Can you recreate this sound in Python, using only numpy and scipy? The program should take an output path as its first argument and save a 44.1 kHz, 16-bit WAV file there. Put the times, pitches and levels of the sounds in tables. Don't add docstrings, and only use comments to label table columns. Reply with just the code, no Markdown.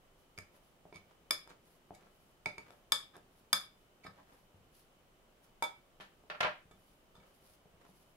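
import sys
import numpy as np
from scipy import signal
from scipy.fft import rfft, irfft, next_fast_len
from scipy.io import wavfile

SR = 44100
rng = np.random.default_rng(int(sys.argv[2]) if len(sys.argv) > 2 else 0)


def store_wav(level_fs):
    pcm = np.round(np.clip(np.atleast_2d(level_fs), -1, 1) * 32767)
    wavfile.write(sys.argv[1], SR, pcm.T.astype(np.int16))


N = 359846
BLOW_TIME = np.arange(SR // 5) / SR
LEFT_RIGHT = np.array([[1], [-1]])
BENDING_HZ = (2265, 3500, 4970)

# frequency in Hz, relative spectral density in dB.
AIR_SPECTRUM = [(12, -27.5), (20, -2), (83, -14.5), (112, -13), (144, -10), (315, -15), (382, -11.5),
                (427, -15), (614, -13.5), (834, -18), (1230, -19), (1670, -24.5), (3000, -25.5),
                (4550, -32), (15500, -36)]
SQUASH_SPECTRUM = [(100, -4), (400, 0), (900, -0.5), (1500, -2.5), (2500, -10), (5000, -17.5), (15000, -33)]
CRACKLE_SPECTRUM = [(500, -12), (2500, -4), (5000, -1), (7500, -7.5), (11000, 3), (15000, -6.5)]
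CLACK_SPECTRUM = [(100, -33.5), (170, -9), (240, -25), (400, -9.5), (580, -1.5), (1050, 1.5), (1580, 1),
                  (2200, -0.5), (3150, -2), (5000, -10.5), (8000, -21.5), (10500, -16), (13500, -21),
                  (16000, -34)]
CRACK_SPECTRUM = [(200, -17.5), (900, -0.5), (1400, 0.5), (2050, -6), (2800, -13.5), (3500, 0.5),
                  (4200, -3.5), (5000, 1), (5800, -9.5), (6700, 1), (7600, -9), (8500, -0.5), (12500, -2),
                  (16000, -11)]
# frequency in Hz, correlation.
CORRELATION = [(30, 0.79), (250, 0.89), (500, .7), (1000, 0.12), (2500, 0), (15000, 0)]
# frequency in Hz, T60 in seconds.
ROOM_T60 = [(100, 0.26), (500, 0.19), (1200, 0.27), (3500, .32), (5000, 0.25), (8000, 0.2), (15000, 0.26)]
# frequency in Hz, level in dB against the direct sound.
ROOM_GAIN = [(100, -5.5), (500, 0.5), (1250, -5), (2300, -4.5), (3500, -6.5), (5000, -4), (8000, -5.5),
             (15000, -9.5)]

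# frequency in Hz, relative level in dB, base T60 in seconds, pan in dB.
TABLE_MODES = [(95, -13.5, 0.16, 1.5), (154, -9, 0.072, 2.5), (194, -11.5, 0.1, 0), (325, -7, 0.023, 5),
               (426, -2, 0.043, -2), (607, 1.5, 0.02, -0.5), (717, -0.5, 0.026, 5)]
HANDLE_MODES = [(606, -5, 0.077, 1), (996, 3, 0.091, 0), (1066, -2, 0.083, 4), (1390, -1.5, 0.13, 1),
                (1752, 2.5, 0.12, -2), (2090, -2, 0.065, -6), (2670, -14, 0.066, 4), (2925, -6, 0.071, 2),
                (3125, -2, 0.061, 4), (3340, -7, 0.056, 4), (4270, -8.5, 0.038, 2)]
WIRE_MODES = [(650, -8.5, 0.035, 1.5), (804, -9.5, 0.074, 2.5), (930, 6.5, 0.073, 0), (1060, -5, .035, -1),
              (1309, -5, 0.12, 0.5), (1495, -3, 0.053, -1), (1670, -8, 0.026, 6)]
GLASS_MODES = [(1117, -2.5, 0.019, -1.5), (1255, -1.5, 0.024, -8), (1564, -8.5, 0.026, -4.5),
               (1725, -8, 0.027, 3), (2265, -18.5, .018, 0.5), (2273, -4, 0.038, -4),
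               (3290, -23, 0.083, -4.5), (3511, 0, 0.028, 2.5), (3810, -10.5, 0.015, 0.5),
               (4700, -10, .016, -4), (5020, -6.5, 0.03, 1), (5180, -12, 0.015, -1), (6580, -7, 0.019, 0.5),
               (7180, -13, 0.025, -2.5), (7900, -4.5, .025, -3.5), (9230, -6.5, 0.028, -5.5),
               (10970, -1, .016, -11), (11160, -15.5, .016, -5.5), (12960, -7.5, 0.031, -10.5),
               (14650, -11, .014, -5.5)]

# start in seconds, length in seconds, level in dB.
SQUASHES = [(.01, 0.096, -77), (.52, 0.084, -65.5), (1.07, 0.086, -68.5), (1.475, 0.073, -58),
            (1.9, 0.24, -69.5), (2.56, 0.27, -66), (3.13, 0.068, -62), (4.12, 0.13, -63),
            (4.24, 0.17, -65.5), (5.42, 0.1, -71), (7.13, 0.23, -70.5), (7.42, 0.098, -72),
            (7.78, 0.12, -68)]
CRUMBLES = [(.14, .15, -79), (.51, 0.092, -72), (.57, 0.19, -76.5), (1.59, 0.23, -73.5), (1.97, 0.49, -79),
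            (2.62, 0.25, -79), (3.25, 0.23, -75.5), (3.72, .17, -77), (4.2, 0.31, -76), (4.69, .19, -68),
            (5.415, 0.057, -67), (6.68, 0.39, -74.5), (7.12, 0.49, -77), (7.4, 0.2, -69.5),
            (7.72, 0.51, -74.5)]
# start in seconds, level in dB, contact cut-off in Hz.
PUSHES = [(.383, -57, 60), (0.854, -64, 800), (.955, -61.5, 130), (1.907, -57, 1500), (2.466, -53.5, 2500),
          (4.050, -62, 703), (4.081, -63, 150), (4.544, -64.5, 110.6), (4.612, -69.5, 70),
          (6.238, -72, 900), (6.655, -71, 180), (6.738, -69.5, 113), (7.18, -68, 121.5), (7.657, -68, 238),
          (7.739, -69.5, 230), (7.892, -68.5, 260.4)]
# start in seconds, level in dB, contact cut-off in Hz,
# clack T60 in seconds, thud level in dB.
KNOCKS = [(6, -66.5, 7000, .03, -65), (6.006, -59.5, 11000, 0.2, -75.5), (6.2994, -51.5, 4300, 0.049, -85),
          (6.3111, -53.5, 3000, 0.093, -86), (6.347, -59, 2800, 0.13, -91),
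          (6.405, -49.5, 6000, 0.0092, -84), (6.407, -39, 6360, 0.04, -57),
          (6.4298, -40, 3860, 0.085, -58.5), (6.4456, -41, 2490, 0.14, -52.5),
          (6.4667, -46, 2500, 0.068, -66)]
# start in seconds, length in seconds, level in dB,
# contact cut-off in Hz, lift of the lowest bending mode in dB.
SCRAPES = [(0.928, 0.062, -60, 4700, 14.5), (1.486, 0.029, -68.5, 4950, -2), (1.93, 0.04, -69.5, 8130, 3.5),
           (3.126, 0.049, -65.5, 2160, -7), (4.023, 0.044, -64.5, 4000, 9), (4.045, 0.042, -56.5, 3250, 2),
           (4.164, 0.06, -68, 805, -17), (7.133, 0.065, -73, 3500, -5)]
# start in seconds, glass level in dB, contact cut-off
# in Hz, three bending-mode lifts in dB, wire level in dB, thud level in dB, T60 factor, pan in dB.
CLINKS = [(.3765, -59.5, 5000, 8.5, -12, 9, -94, -74, 0.85, -1),
          (0.3863, -57.5, 9000, 8, -17, -4, -66.5, -69, 0.48, 3),
          (.926, -71.5, 2500, 21, 5, 19, -69.5, -63, 0.92, -1),
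          (1.3076, -37, 12600, 4.5, 5.5, 12, -59, -57.5, 0.83, 1),
          (1.4749, -74, 8000, -5, -10, -7, -69, -79, 0.57, 1),
          (2.4586, -43.5, 3770, 18, -8, 2.5, -62.5, -63.5, 0.66, -0.5),
          (2.5809, -56.5, 5030, 18, 0, -8, -62.5, -61, 0.79, 2),
          (2.7056, -74, 8800, -0.5, 0, -5.5, -73.5, -69, 0.29, 10),
          (2.9204, -34, 11000, -0.5, 11, 4, -57, -59.5, 1.02, 2.5),
          (3.166, -72.5, 11100, -8, -17, -4, -77, -66, .4, 3),
          (3.5294, -33, 13000, -4.5, 7.5, 9, -67.5, -55, 0.98, 2),
          (5.6235, -47, 14000, 11, 2.5, 1, -40.5, -70, 1.8, 4.5),
          (5.638, -48.5, 7900, 16, 19, 10, -53.5, -72, 1.9, -5),
          (6.711, -72, 5000, -1, -6, -12, -85.5, -70.5, 3.0, 0),
          (7.153, -76.5, 5930, -4, 9, -6, -77, -73.5, 1.4, -1),
          (7.2, -80, 5000, 10, -4, -8, -79, -85, 1.3, 2), (7.236, -82, 4020, 9, -8, -6, -84, -82, 1.3, 4)]


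def amp(db):
    return 10 ** (np.asarray(db) / 20)


def unit_rms(x):
    return x / np.sqrt(np.mean(x ** 2) + 1e-30)


def unit_blow(x):
    return x * np.sqrt(2 * (SR / 10) / (np.sum(x ** 2) + 1e-30))


def at_hz(points, hz):
    knots_hz, values = np.transpose(points)
    return np.interp(np.log(np.maximum(hz, 1)), np.log(knots_hz), values)


def contact_lowpass(hz, cut_hz):
    return 1 / np.sqrt(1 + (hz / cut_hz) ** 4)


def add(out, start, sound):
    i = int(start * SR)
    out[:, i:i + sound.shape[1]] += sound[:, :N - i]


def colour(white, spectrum, cut_hz=np.inf):
    n = white.shape[1]
    size = next_fast_len(n)
    hz = np.arange(size // 2 + 1) * SR / size
    mid, side = rfft(white, size) * amp(at_hz(spectrum, hz)) * contact_lowpass(hz, cut_hz)
    alike = at_hz(CORRELATION, hz)
    pair = np.sqrt(1 + alike) * mid + np.sqrt(1 - alike) * side * LEFT_RIGHT
    return unit_rms(irfft(pair, size)[:, :n])


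def burst(spectrum, cut_hz, t60, rise_s=0.00045):
    envelope = (1 - np.exp(-BLOW_TIME / rise_s)) * amp(-60 * BLOW_TIME / t60)
    noise = colour(rng.standard_normal((2, len(BLOW_TIME))), spectrum, cut_hz)
    return unit_blow(noise * envelope)


def ring(modes, weight=1, t60_factor=1, rise_s=0.00028, spread_rad=0.67, vary_db=2.44):
    hz, db, t60, pan_db = np.transpose(modes)
    gain = weight * amp(db + vary_db * rng.standard_normal(len(hz)) + pan_db / 2 * LEFT_RIGHT)
    phase = spread_rad * np.minimum(hz / 2000, 1) * (-1) ** np.arange(len(hz)) * LEFT_RIGHT
    decay = amp(-60 * BLOW_TIME / (t60_factor * t60[:, None]))
    waves = np.sin(2 * np.pi * hz[:, None] * BLOW_TIME + phase[..., None]) * decay
    attack = 1 - np.exp(-BLOW_TIME / rise_s)
    return unit_blow((gain[..., None] * waves).sum(1) * attack)


def grains(size, per_s, spread_db):
    heights = amp(spread_db * np.minimum(rng.exponential(1, (2, size)), 4))
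    signs = rng.choice([-1, 1], (2, size))
    return heights * signs * (rng.random((2, size)) < per_s / SR)


def background(air_db=-67, whine_db=-85, whine_hz=3020, width_hz=30):
    radius = np.exp(-np.pi * width_hz / SR)
    resonator = [1, -2 * radius * np.cos(2 * np.pi * whine_hz / SR), radius ** 2]
    whine = signal.lfilter([1, 0, -1], resonator, rng.standard_normal((2, N)))
    air = colour(rng.standard_normal((2, N)), AIR_SPECTRUM)
    return amp(air_db) * air + amp(whine_db) * unit_rms(whine)


def reverberation(direct, build_s=0.005):
    t = np.arange(SR // 2) / SR
    hz = np.arange(len(t) // 2 + 1) * SR / len(t)
    diffuse = rfft(colour(rng.standard_normal((2, len(t))), [(1, 0), (SR, 0)]))
    build_up = 1 - np.exp(-(t / build_s) ** 2)
    centres_hz = np.geomspace(100, 15000, 14)
    response = 0
    for centre, peak in zip(centres_hz, np.eye(len(centres_hz))):
        band = at_hz(np.c_[centres_hz, peak], hz)
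        tail = irfft(diffuse * band, len(t)) * amp(-60 * t / at_hz(ROOM_T60, centre)) * build_up
        tail *= np.sqrt(np.mean(band ** 2) / np.sum(tail ** 2, 1, keepdims=True))
        response = response + amp(at_hz(ROOM_GAIN, centre)) * tail
    return signal.fftconvolve(direct, response, axes=1)[:, :N]


def yielding(movements, swell_share=0.49, clumps_per_s=60, clump_db=2.5):
    t, gain = np.arange(N) / SR, np.zeros(N)
    for start, length, db in movements:
        ramp = np.interp(t, [start, start + swell_share * length, start + length], [0, 1, 0])
        gain += amp(db) * np.sin(np.pi / 2 * ramp) ** 2
    jerks = np.interp(t * clumps_per_s, np.arange(N), rng.standard_normal(N))
    return gain * unit_rms(amp(clump_db * jerks))


def mash():
    squash = colour(grains(N, per_s=400, spread_db=2.5), SQUASH_SPECTRUM)
    crackle = colour(grains(N, per_s=1200, spread_db=1.0), CRACKLE_SPECTRUM)
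    return yielding(SQUASHES) * squash + yielding(CRUMBLES) * crackle


def thuds():
    out, hz = np.zeros((2, N)), np.array(TABLE_MODES)[:, 0]
    for start, db, cut_hz in PUSHES:
        add(out, start, amp(db) * ring(TABLE_MODES, contact_lowpass(hz, cut_hz), rise_s=0.00031))
    return out


def knocks(handle_db=-3.5):
    out, hz = np.zeros((2, N)), np.array(HANDLE_MODES)[:, 0]
    for start, db, cut_hz, t60, thud_db in KNOCKS:
        handle = ring(HANDLE_MODES, contact_lowpass(hz, cut_hz), spread_rad=1.0, vary_db=7.5)
        clack = burst(CLACK_SPECTRUM, cut_hz, t60)
        add(out, start, amp(db) * (clack + amp(handle_db) * handle))
        add(out, start, amp(thud_db) * ring(TABLE_MODES))
    return out


def strike_weights(lifts_db, cut_hz):
    hz = np.array(GLASS_MODES)[:, 0]
    near_bending = abs(np.log2(hz[:, None] / BENDING_HZ)) < 0.2
    return amp(near_bending @ np.array(lifts_db, float)) * contact_lowpass(hz, cut_hz)


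def scrapes():
    out = np.zeros((2, N))
    for start, length, db, cut_hz, lift_db in SCRAPES:
        size = int(length * SR)
        slips = grains(size, per_s=1500, spread_db=4.5)[:1] * np.hanning(size)
        glass = ring(GLASS_MODES, strike_weights((lift_db, -3, -4), cut_hz))
        grit = amp(-lift_db / 2) * burst(CRACK_SPECTRUM, cut_hz, t60=0.0088)
        add(out, start, amp(db) * unit_blow(signal.fftconvolve(slips, glass + grit, axes=1)))
    return out


def clinks(crack_db=-8.0, grip_factor=0.4):
    out = np.zeros((2, N))
    for start, glass_db, cut_hz, *lifts_db, wire_db, thud_db, t60_factor, pan_db in CLINKS:
        weights = strike_weights(lifts_db, cut_hz)
        glass = ring(GLASS_MODES, weights, t60_factor, rise_s=0.001, spread_rad=0.7)
        crack = amp(crack_db) * burst(CRACK_SPECTRUM, cut_hz, t60=0.02 * t60_factor, rise_s=0.0009)
        wire = ring(WIRE_MODES, t60_factor=grip_factor * t60_factor, spread_rad=1.4)
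        add(out, start, amp(glass_db + pan_db / 2 * LEFT_RIGHT) * (glass + crack))
        add(out, start, amp(wire_db) * wire)
        add(out, start, amp(thud_db) * ring(TABLE_MODES))
    return out


def scene(highpass_hz=100):
    work = clinks() + thuds() + scrapes() + knocks() + mash()
    direct = signal.sosfilt(signal.butter(2, highpass_hz, "high", fs=SR, output="sos"), work)
    return direct + reverberation(direct) + background()


def record(dry, cutoff_hz=15700):
    return signal.sosfilt(signal.ellip(10, 0.2, 80, cutoff_hz, fs=SR, output="sos"), dry)


dry = scene()
out = record(dry)
store_wav(out)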